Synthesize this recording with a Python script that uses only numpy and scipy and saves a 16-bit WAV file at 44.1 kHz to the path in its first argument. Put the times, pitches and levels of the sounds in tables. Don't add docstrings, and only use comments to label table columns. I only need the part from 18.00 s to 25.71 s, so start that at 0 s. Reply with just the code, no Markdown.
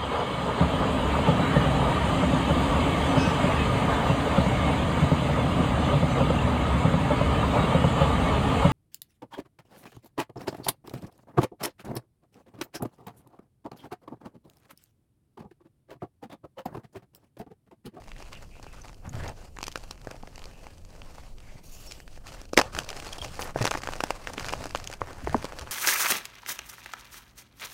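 import sys
import numpy as np
from scipy import signal
from scipy.fft import rfft, irfft
from scipy.io import wavfile
from scipy.ndimage import uniform_filter1d

SR = 44100
rng = np.random.default_rng(int(sys.argv[2]) if len(sys.argv) > 2 else 0)


def digitize_waveform(pressure):
    field = np.atleast_2d(pressure).T
    bounded = np.clip(field, -1, 1)
    quanta = np.round(bounded * 32767).astype(np.int16)
    wavfile.write(sys.argv[1], SR, quanta)


def gain_from_decibels(decibels):
    exponent = np.asarray(decibels, float) / 20
    return 10 ** exponent


N = 339999

CORNER_BREAKS = [(1.5712, -27, 1740, -56), (1.5873, -22.5, 1000, -30), (1.6293, -19, 920, -22),
                 (1.6402, -25, 2550, -22), (1.6679, -30, 2290, -18), (1.6816, -19, 1020, -18),
                 (1.717, -35, 2730, -28.5), (1.7581, -13, 1390, -21), (1.775, -32, 674, -26),
                 (1.9102, -29, 920, -22), (2.016, -41, 1450, -36.5), (2.072, -22.5, 570, -32.5),
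                 (2.1114, -33, 1590, -28)]
BLOCK_BREAKS = [(4.5337, -16.5, 510, -17), (4.568, -30, 900, -19), (4.5696, -13.5, 515, -16),
                (4.5738, -13, 2800, -14), (4.576, -4.5, 2100, -4.5), (4.5765, 2.5, 2040, -3.5),
                (4.5795, -12, 1900, -10.5), (4.582, -23, 1200, -19), (4.5855, -9, 794, -24),
                (4.5889, -8.5, 900, -10), (4.5898, -10, 2030, -14), (4.6035, -19, 476, -28),
                (4.6062, -25, 700, -28), (4.6162, -14, 2600, -22), (4.618, -15, 1000, -25),
                (4.5772, -6.5, 540, -27), (4.583, -9, 1290, -19), (4.5906, -8.5, 1950, -11),
                (4.5941, -6, 960, -24), (4.598, -10, 1700, -10), (4.6144, -10, 1220, -13),
                (4.75, -22.5, 1400, -21), (4.7667, -21, 1570, -25), (4.8345, -45, 2000, -33),
                (4.9675, -36, 1500, -28), (4.903, -24.5, 1340, -19), (4.93, -23.5, 1670, -33),
                (4.975, -31, 1000, -35), (5.0668, -28, 1140, -27), (5.131, -47, 3180, -19.5),
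                (5.225, -27, 1020, -26), (5.2456, -29.5, 2080, -28), (5.3934, -17, 845, -34),
                (5.4199, -28, 1000, -16.5), (5.4944, -26, 1100, -40)]
HALF_BREAKS = [(5.5602, -12, 645, -42), (5.589, -23, 1170, -30), (5.609, -19.5, 487, -42),
               (5.579, -38, 1860, -28), (5.643, -15.5, 530, -20), (5.6543, -8, 870, -10.5),
               (5.668, -15, 1630, -16.5), (5.676, -11, 1400, -13.5), (5.711, -17, 915, -13),
               (5.716, -11.5, 1240, -22), (5.7405, -16.5, 1600, -25), (5.7508, -15, 1240, -32),
               (5.754, -13.5, 840, -31), (5.7743, -18.5, 1050, -24), (5.8353, -21, 1900, -25),
               (5.874, -14, 1460, -20), (5.889, -14.5, 960, -27), (5.936, -22, 1360, -19.5),
               (6.0057, -11, 1220, -20.5), (6.038, -8.5, 770, -13), (6.1064, -10.5, 900, -13.5),
               (6.2731, -13.5, 1740, -20.5)]
LUMP_BREAKS = [(6.335, -40, 840, -21), (6.3812, -13.5, 2400, -35), (6.3971, -22, 1780, -20.5),
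               (6.446, -19.5, 1640, -24), (6.4856, -20, 1540, -18.5), (6.4927, -16.5, 2440, -38),
               (6.5297, -26, 1710, -22.5), (6.5365, -13, 970, -25), (6.6408, -27, 930, -25),
               (6.6569, -20.5, 660, -21.5), (6.7497, -12, 1050, -21), (6.758, -16, 1350, -20.5),
               (6.842, -34, 2200, -24), (6.8738, -39, 780, -19.5), (6.9003, -26.5, 750, -26),
               (6.928, -26, 2060, -25.5), (6.938, -25.5, 2270, -19.5), (7.0173, -10.5, 1050, -39),
               (7.131, -31, 920, -31), (7.2732, -15.5, 880, -38), (7.296, -25, 1550, -30),
               (7.3455, -5, 940, -34.5), (7.4446, -19.5, 446, -18.5), (7.5231, -25, 1330, -36),
               (7.588, -23.5, 1590, -27), (7.612, -28.5, 1160, -30.5)]
SMALL_TICKS = [(0.082, -34, 794, -43), (0.598, -34.5, 700, -43), (0.855, -37, 1100, -41.5),
               (2.393, -44, 2000, -34), (3.3845, -35.5, 2910, -43), (3.404, -38.5, 2900, -44),
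               (0.1181, -27.5, 2200, -40), (0.1646, -32, 1890, -55), (0.2247, -30.5, 952, -36.5),
               (0.331, -26.5, 2340, -34), (0.6282, -37, 902, -39), (0.895, -33.5, 980, -45),
               (1.246, -50, 2900, -34), (1.279, -55, 2920, -28), (1.294, -43, 2400, -31),
               (2.145, -34, 620, -68), (2.235, -28, 785, -57), (2.274, -33, 2180, -42),
               (2.358, -39, 1890, -34), (2.38, -32.5, 760, -29), (2.456, -31.5, 477, -33),
               (2.6684, -28, 784, -40), (3.019, -25.5, 2850, -47.5), (3.921, -34, 2730, -25.5),
               (4.0027, -31, 1810, -41), (4.0788, -33.5, 1610, -36), (4.176, -35.5, 616, -50),
               (4.2694, -30.5, 1890, -27), (4.4154, -34, 576, -31.5), (0.667, -30, 800, -43),
               (0.0207, -35, 930, -45), (0.0756, -39, 710, -43), (0.0912, -48, 2800, -38),
              (0.1343, -50, 2450, -38), (0.1832, -39, 2610, -47), (0.352, -34, 2970, -39),
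              (0.4467, -47, 930, -49), (0.8832, -32, 2530, -47), (0.93, -39, 650, -44),
              (0.9445, -57, 1700, -40), (0.969, -48, 520, -55), (1.076, -37, 820, -50),
              (1.067, -45, 2400, -44), (1.132, -48, 2900, -32.5), (1.154, -33, 2800, -34),
              (1.237, -33, 2600, -36), (1.5657, -38, 880, -38), (1.608, -30, 1010, -34),
              (1.614, -37, 2630, -32), (1.7245, -40, 2990, -31), (1.838, -32, 820, -29),
              (1.9562, -43, 1080, -50), (1.978, -40, 1980, -42), (2.1079, -32, 970, -51),
              (2.1143, -28, 523, -46), (2.165, -41, 880, -42), (2.2278, -40, 2390, -43),
              (2.276, -34, 615, -45), (2.42, -34, 2500, -40), (2.4415, -30, 2780, -33),
              (2.7812, -44, 2930, -40), (2.8502, -44, 1017, -39), (2.952, -40, 520, -46),
              (2.9805, -39, 520, -53), (3.1058, -47, 990, -53), (3.1832, -32.5, 918, -40),
              (3.236, -43, 716, -44), (3.9122, -32, 2430, -28), (4.2783, -39, 2520, -27.5),
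              (4.4538, -41, 520, -39), (4.4907, -54, 620, -45), (4.495, -52, 1460, -46),
              (4.5426, -39, 2860, -27), (4.7889, -12, 1480, -9), (4.802, -36, 1190, -23),
              (4.8465, -41, 650, -31), (4.8904, -26, 2090, -19.5), (4.9432, -36, 670, -42),
              (5.0005, -32, 1550, -23), (5.031, -35, 626, -39),
               (5.0901, -31, 1120, -29), (5.171, -30, 930, -45), (5.1829, -31, 600, -26.5),
               (5.1858, -31, 710, -34), (5.3545, -42, 2990, -30), (5.413, -23.5, 1060, -28),
               (5.4256, -27, 725, -19.5), (5.457, -27, 1000, -35), (5.4744, -34, 1080, -26),
               (5.596, -29, 2150, -30), (5.6158, -16.5, 910, -20.5), (5.6253, -21, 2070, -16),
               (5.6508, -18, 2540, -15), (5.6808, -19, 1510, -24), (5.7294, -31, 2280, -23),
               (5.7813, -30, 650, -27), (5.8055, -32, 990, -39), (5.8195, -29, 1850, -28),
               (5.8374, -23.5, 730, -28), (5.8445, -29, 2170, -31), (5.8573, -30, 1270, -33),
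               (5.9229, -29, 1210, -26), (5.9279, -26.5, 930, -31), (6.083, -35, 2540, -42),
               (6.2862, -30, 1250, -34), (6.3063, -40, 750, -39), (6.4288, -24, 2260, -35),
               (6.4541, -26, 1270, -22), (6.4595, -32, 2710, -27), (6.4642, -32, 840, -24),
               (6.495, -25, 2280, -30), (6.5011, -24, 1170, -37), (6.5044, -38, 2480, -28),
               (6.629, -28, 580, -34), (6.646, -39, 540, -30), (6.6942, -45, 1230, -26.5),
               (6.7027, -34, 840, -44), (6.7087, -29, 2000, -30), (6.7738, -34, 2860, -28),
               (6.8306, -41, 880, -35), (6.9147, -32, 1440, -28), (7.008, -33, 520, -38),
               (7.012, -36, 2990, -33), (7.085, -29, 1850, -51), (7.2672, -30, 1130, -35),
               (7.3657, -29, 520, -31), (7.4532, -23.5, 940, -22), (7.467, -33, 1100, -38),
               (7.5934, -33, 515, -26.5), (7.6737, -27, 1250, -41)]

# (start [s], length [s], rising share [0-1], effort [dB], fine grit re effort [dB])
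STROKES = [(0, 0.15, 0.01, -56, -9), (.14, 0.39, 0.22, -53, -8), (.5, 0.42, 0.96, -56, -6),
           (1.02, 0.09, 0.4, -43.5, -30), (1.12, .1, 0.57, -37, -14.5), (1.185, 0.084, .75, -35, -18),
           (1.25, 0.085, 0.13, -35, -19.5), (1.33, 0.16, 0.5, -50.5, -8.5), (1.52, 0.45, 0.7, -55.5, -4.5),
           (2.0, 0.23, 0.45, -52.5, -10), (2.2, 0.32, 0.98, -54, -8), (2.48, 0.268, 0.9, -56, -7),
           (2.84, 0.51, 0.76, -55, -5), (3.36, 0.25, 0.92, -55.5, -5.5), (3.63, 0.39, 0.74, -52, -2.5),
           (4.07, 0.12, 0.87, -61.5, 5), (4.235, 0.22, 0.24, -48.5, -5)]
# (start [s], length [s], rising share [0-1], effort [dB], fine grit re effort [dB])
SQUEEZES = [(4.576, 0.029, 0.4, -23, -11), (4.588, 0.14, 0, -36.5, -13.5), (4.715, 0.14, 0.43, -36.5, -8.5),
            (4.809, 0.4, 0.53, -43.5, -6.5), (5.09, 0.34, 0.66, -46, -3), (5.389, 0.15, 0.05, -36, -9),
            (5.541, 0.15, 0.45, -33.5, -10.5), (5.671, .14, 0.6, -39.5, -5.5),
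            (5.797, 0.19, 0.34, -43, -7.5), (5.917, 0.34, 0.22, -44.5, -7.5),
            (6.106, 0.63, 0.73, -39.5, -8.5), (6.667, 0.18, 0.52, -46, -5),
            (6.759, 0.24, 0.45, -47.5, -8.5), (6.987, 0.36, 0.3, -44, -12.5), (7.2, 0.35, 0.46, -42.5, -10),
            (7.45, 0.42, 0.63, -42.5, -10)]
# (start [s], length [s], rising share [0-1], weight [dB])
PRESSES = [
    (1.04, 0.32, 0.27, -34.5),
    (2.85, 0.54, 0.55, -51.5),
    (5.18, 0.21, 0.55, -40.5),
    (5.83, 0.098, 0.46, -40),
    (6.2, 0.55, 0.66, -41.5),
    (7.2, 0.27, 0.4, -37),
]
# (start [s], length [s], rising share [0-1], steadiness [dB])
SMOOTH_SLIDING = [
    (.98, 0.56, 0.62, -3),
    (3.1, 1.28, 0.3, 1),
    (4.6, 0.16, .3, -1),
]
# (start [s], length [s], rising share [0-1], level [dB], resonance [Hz])
SKIN_SLIDES = [
    (0, 0.31, 0.8, -65, 2660),
    (0.305, 0.1, .4, -56, 2760),
    (.5, .13, 0.25, -60.5, 2550),
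    (0.652, .14, .2, -61, 2600),
    (2.49, 0.31, 0.12, -66, 2700),
    (3.35, 0.3, 0.66, -66, 2120),
    (3.848, 0.22, 0.9, -78, 3030),
]
# (start [s], length [s], rising share [0-1], level [dB])
PALM_BRUSHES = [
    (3.62, 0.47, 0.18, -57.5),
    (5.39, 0.077, 0.3, -48),
]
# (from [Hz], to [Hz], width [Hz], level [dB])
PALM_GAPS = [
    (2600, 2900, 650, -5),
    (4600, 4700, 350, -5),
    (6500, 8300, 1500, -0.5),
    (5940, 5700, 400, -14),
]

# (time [s], peak [dB], pitch [Hz], t60 [s])
CHIPS = [
    (0.816, -42, 6080, 0.029),
    (1.093, -33, 6680, 0.016),
    (1.281, -40.5, 6500, 0.032),
    (5.078, -37, 4330, 0.032),
    (5.1266, -26, 3280, 0.024),
    (5.188, -38, 3230, 0.048),
    (5.2157, -26.5, 3230, 0.035),
]
# (time [s], level [dB], pitch [Hz])
FINGER_SQUEAK = [
    (3.86, -75, 5700),
    (3.875, -45, 5460),
    (3.9, -51, 5430),
    (3.93, -70, 5270),
]
# (time [s], peak [dB], lowest mode [Hz], t60 [s])
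KNOCKS = [(1.164, -32, 83.6, 0.81), (2.071, -29, 120, 0.03), (2.232, -35, 175, 0.028),
          (3.555, -32, 81.6, 0.019), (4.5688, -24, 213, 0.043), (4.5764, -12, 270, 0.035),
          (5.559, -25, 129, 0.077), (5.609, -19, 107, 0.16), (6.378, -26.5, 204, 0.033),
          (6.75, -32, 197, 0.052), (7.018, -30.5, 94, 0.12), (7.273, -19, 283, 0.027),
          (7.3455, -13, 213, 0.063)]
# (pitch [Hz], level [dB], share of the t60 [0-1])
TRAY_MODES = [(425, -5, 1), (587, -3.5, 0.66)]
# (multiple of the pitch [1], level [dB])
CHIP_MODES = [(1.63, -12), (2.72, -11)]

CRACK_SPECTRUM = [(1000, -45.5), (2500, 5.5), (3600, -0.5), (4800, 4), (6500, 1), (9000, -7.5),
                  (12000, -13.5), (16000, -20)]
CRUMB_SPECTRUM = [(120, -22), (300, -4), (600, 0), (1200, -5), (2000, -11), (3000, -19), (6000, -35),
                  (16000, -60)]
POWDER_SPECTRUM = [(900, -25), (2000, -4.5), (2700, 5.5), (3600, 0), (4600, 3.5), (6500, 0), (8500, -3.5),
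                   (12000, -12), (16000, -14.5)]
THUMP_SPECTRUM = [(35, -16), (65, 7), (100, 4.5), (150, -1.5), (250, -8), (500, -48)]
ROOM_SPECTRUM = [(9, -4), (15, 13), (40, 0.5), (55, -3), (120, -9.5), (290, -19.5), (700, -26.5),
                 (1800, -57), (6700, -43), (16000, -50.5)]

EDGE_HZ = 15750
CREAK_S, CREAK_DB = .005, -22.5
SAG, SAG_S = 0.61, 0.0056
SWELL = 0.91
REST_DB, REST_FINE_DB = -64, -68
SHAKE, SHAKE_DB, SHAKE_TOP_DB = 0.84, -13, -34


def snaps():
    body, crack = np.zeros((2, N))
    t = np.arange(1500) / SR
    breaks = CORNER_BREAKS + BLOCK_BREAKS + HALF_BREAKS + LUMP_BREAKS + SMALL_TICKS
    for (s, db, hz, crack_db), luck in zip(breaks, rng.random((len(breaks), 5 + len(t)))):
        side, low, high, start, long = luck[:5]
        spit = evened(luck[5:] - .5)
        crisp = np.clip((crack_db - db + 39.5) / 22, 0, 1)
        t60 = 0.00036 + (4.33 + 3.7 * (1 - crisp)) / hz
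        hand_hz = hz * (0.31 + 0.34 * low)
        stiff_hz = hz * (1.18 + 1.72 * high)
        swing = gain_from_decibels(-60 * t / t60) * np.sin(2 * np.pi * hz * t)
        swing += 0.38 * gain_from_decibels(-40 * t / t60) * np.sin(2 * np.pi * hand_hz * t + 2 * start)
        swing += 0.56 * crisp * gain_from_decibels(-70 * t / t60) * np.sin(2 * np.pi * stiff_hz * t)
        onset = np.minimum(t / (0.69 / hz + 0.0006 * (1 - crisp)), 1)
        add(body, s - .0005, np.sign(side - .3) * gain_from_decibels(db + 5.5) * swing * onset)

        late = t - CREAK_S
        rise = np.clip(late / (0.00095 + 0.0012 * start), 0, 1)
        fall = gain_from_decibels(-60 * abs(late) / (0.0025 + 0.0047 * long))
        fall += 0.027 * gain_from_decibels(-60 * abs(late) / 0.061)
        creak = gain_from_decibels(CREAK_DB) * (t / CREAK_S) ** 2 * (late < .001)
        add(crack, s - .0003 - CREAK_S, gain_from_decibels(crack_db) * spit * (rise * fall + creak))
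    return body + gain_from_decibels(5.0) * colour(crack, CRACK_SPECTRUM)


def crumbling(clumps, grit):
    bed = patchy(depth_db=3.0) * gain_from_decibels(3.07 * clumps)
    return gain_from_decibels(-3.0) * effort() * evened(colour(bed + 1.32 * grit, CRUMB_SPECTRUM))


def powder(clumps, grit):
    bed = patchy(depth_db=1.8) * gain_from_decibels(2.34 * clumps)
    return gain_from_decibels(-1.0) * fine_effort() * evened(colour(bed + 1.19 * grit, POWDER_SPECTRUM))


def chips():
    out, t = np.zeros(N), np.arange(4000) / SR
    for (s, db, hz, t60), rattle in zip(CHIPS, rng.standard_normal((len(CHIPS), len(t)))):
        uneven = 1 + hz / 9000 * evened(uniform_filter1d(rattle, 45))
        ring = np.sin(2 * np.pi * hz * t)
        for multiple, mode_db in CHIP_MODES:
            if hz * multiple < EDGE_HZ:
                ring += gain_from_decibels(mode_db - 60 * t / .03) * np.sin(2 * np.pi * hz * multiple * t)
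        decay = gain_from_decibels(db - 60 * t / max(t60, .005))
        add(out, s, decay * uneven * ring * np.minimum(t / 0.00094, 1))

    s, db, hz = np.transpose(FINGER_SQUEAK)
    t = np.arange(s[0], s[-1], 1 / SR)
    wobble = wander(hz=250)[:len(t)]
    turns = np.cumsum(np.interp(t, s, hz) * (1 + .02 * wobble)) / SR
    add(out, s[0], gain_from_decibels(np.interp(t, s, db)) * np.sin(2 * np.pi * turns))
    return out


def knocks():
    out, t = np.zeros(N), np.arange(8000) / SR
    for (s, db, hz, t60), tune in zip(KNOCKS, rng.uniform(0.844, 1.163, (len(KNOCKS), len(TRAY_MODES)))):
        sag = t + SAG * SAG_S * (1 - np.exp(-t / SAG_S))
        ring = gain_from_decibels(-60 * t / t60) * np.sin(2 * np.pi * hz * sag)
        ring += gain_from_decibels(-8.0 - 60 * t / min(t60, .05)) * np.sin(2 * np.pi * 1.48 * hz * sag)
        for (mode_hz, mode_db, share), detune in zip(TRAY_MODES, tune):
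            short = share * min(t60, .06)
            ring += gain_from_decibels(mode_db - 60 * t / short) * np.sin(2 * np.pi * mode_hz * detune * t)
        add(out, s, gain_from_decibels(db) * ring * np.minimum(t / 0.0016, 1))
    return out


def tray():
    lumpy = rng.standard_normal(N) * gain_from_decibels(3.8 * wander(hz=22.8))
    return gain_from_decibels(-1.5) * tray_force() * evened(colour(lumpy, THUMP_SPECTRUM))


def slide():
    s, long, share, db, hz = np.transpose(SKIN_SLIDES)
    hollow_hz = np.interp(np.arange(N) / SR, s + long * share, hz)
    rub = rng.standard_normal(N) * gain_from_decibels(3.0 * wander(hz=20))
    level = gain_from_decibels(-81.0) + swells(zip(s, long, share, db))
    return gain_from_decibels(1.0) * level * resonate(rub, hollow_hz, width_hz=640)


def brush():
    rub = patchy(depth_db=1.2)
    high_pass = signal.butter(2, 6500, "high", fs=SR, output="sos")
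    air = evened(signal.sosfilt(high_pass, signal.lfilter([1, .5], 1, rub)))
    start, length = PALM_BRUSHES[0][:2]
    along = np.clip((np.arange(N) / SR - start) / length, 0, 1)
    bands = np.zeros(N)
    for from_hz, to_hz, width_hz, db in PALM_GAPS:
        gap_hz = from_hz + (to_hz - from_hz) * along
        bands += gain_from_decibels(db + 2.6 * wander(hz=25)) * resonate(rub, gap_hz, width_hz)
    flutter = gain_from_decibels(3.0 * wander(hz=40))
    return flutter * (swells(PALM_BRUSHES) * air + gain_from_decibels(-3.5) * swells(PALM_BRUSHES[:1]) * bands)


def room():
    f, db = np.transpose(ROOM_SPECTRUM)
    hz = np.fft.rfftfreq(N, 1 / SR)
    shape = gain_from_decibels(np.interp(np.log(hz + 1), np.log(f + 1), db))
    return gain_from_decibels(-44.5) * evened(irfft(rfft(rng.standard_normal(N)) * shape, N))


def effort():
    return gain_from_decibels(REST_DB) + swells([row[:-1] for row in STROKES + SQUEEZES])


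def fine_effort():
    moves = STROKES + SQUEEZES
    return gain_from_decibels(REST_FINE_DB) + swells([(s, long, share, db + fine_db) for s, long, share, db, fine_db in moves])


def tray_force():
    shake = np.minimum(gain_from_decibels(SHAKE_DB) * effort() ** SHAKE, gain_from_decibels(SHAKE_TOP_DB))
    return np.hypot(shake, swells(PRESSES))


def brittle():
    return np.clip(1 - swells(SMOOTH_SLIDING), 0, 1)


def grains(per_s, spread_db, burst_s, pitches_hz):
    size = gain_from_decibels(spread_db * np.minimum(rng.exponential(1, N), 3)) * (rng.random(N) < per_s / SR)
    kind = rng.integers(0, len(pitches_hz), N)
    decay = np.exp(-1 / (burst_s * SR))
    out = np.zeros(N)
    for k, hz in enumerate(pitches_hz):
        envelope = signal.lfilter([1], [1, -decay], size * (kind == k))
        puffs = envelope * rng.standard_normal(N)
        out += 1.8 * puffs + signal.lfilter(*signal.iirpeak(hz, 1.3, SR), puffs)
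    return evened(out)


def patchy(depth_db):
    z = signal.stft(rng.standard_normal(N), nperseg=256)[2]
    streaks = uniform_filter1d(rng.standard_normal(z.shape), size=4, axis=0)
    streaks = evened(uniform_filter1d(streaks, size=20, axis=1))
    return evened(signal.istft(z * gain_from_decibels(depth_db * streaks), nperseg=256)[1][:N])


def swells(rows):
    power = np.zeros(N)
    for start, length, share, db in rows:
        top = length * np.clip(share, .02, .98)
        arc = np.interp(np.arange(0, length, 1 / SR), [0, top, length], [0, 1, 0])
        add(power, max(start, 0), gain_from_decibels(2 * db) * np.sin(np.pi / 2 * arc) ** (2 * SWELL))
    return np.sqrt(power)


def wander(hz):
    return evened(signal.sosfilt(signal.butter(2, hz, fs=SR, output="sos"), rng.standard_normal(N)))


def resonate(x, hz, width_hz):
    turn = np.exp(2j * np.pi * np.cumsum(hz) / SR)
    r = np.exp(-np.pi * width_hz / SR)
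    return evened((signal.lfilter([1], np.convolve([1, -r], [1, -r]), x / turn) * turn).real)


def colour(x, points, size=4096):
    f, db = np.transpose(points)
    hz = abs(np.fft.fftfreq(size, 1 / SR))
    slope_db = np.interp(np.log(hz + 1), np.log(f + 1), db)
    slope_db -= 40 * np.maximum(np.log10(f[0] / (hz + 1)), 0)
    log_gain = np.log(gain_from_decibels(np.maximum(slope_db, -100)))
    taps = np.fft.ifft(np.exp(log_gain - 1j * signal.hilbert(log_gain).imag)).real
    return signal.oaconvolve(x, taps[:size // 2])[:len(x)]


def evened(x):
    return x / np.sqrt(np.mean(x ** 2) + 1e-20)


def add(mix, s, sound):
    part = mix[round(s * SR):][:len(sound)]
    part += sound[:len(part)]


def scene():
    clumps = wander(hz=26.7) * (0.51 + 0.5 * brittle())
    fractures = grains(per_s=600, spread_db=5.5, burst_s=0.00036, pitches_hz=[700, 1500, 2600, 5000, 8000])
    grit = 0.75 * brittle() * gain_from_decibels(2.7 * clumps) * fractures
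    near = snaps() + crumbling(clumps, grit) + powder(clumps, grit) + chips() + knocks() + tray() + slide()

    t = np.arange(SR // 4) / SR
    tail = rng.standard_normal(len(t)) * gain_from_decibels(-60 * t / 0.072) * (t > .003)
    tail = signal.lfilter([1], [1, -.7], tail)
    wet = signal.oaconvolve(near, tail / np.linalg.norm(tail))[:N]
    return (near + gain_from_decibels(-23.0) * wet + brush() + room())[None]


def low_pass(x):
    return signal.sosfilt(signal.butter(12, 16490, fs=SR, output="sos"), x)


def record(dry):
    limited = signal.oaconvolve(dry, signal.firwin(255, EDGE_HZ, fs=SR)[None], "same")
    return low_pass(np.clip(limited, -1, 1))


dry = scene()
out = record(dry)
digitize_waveform(out)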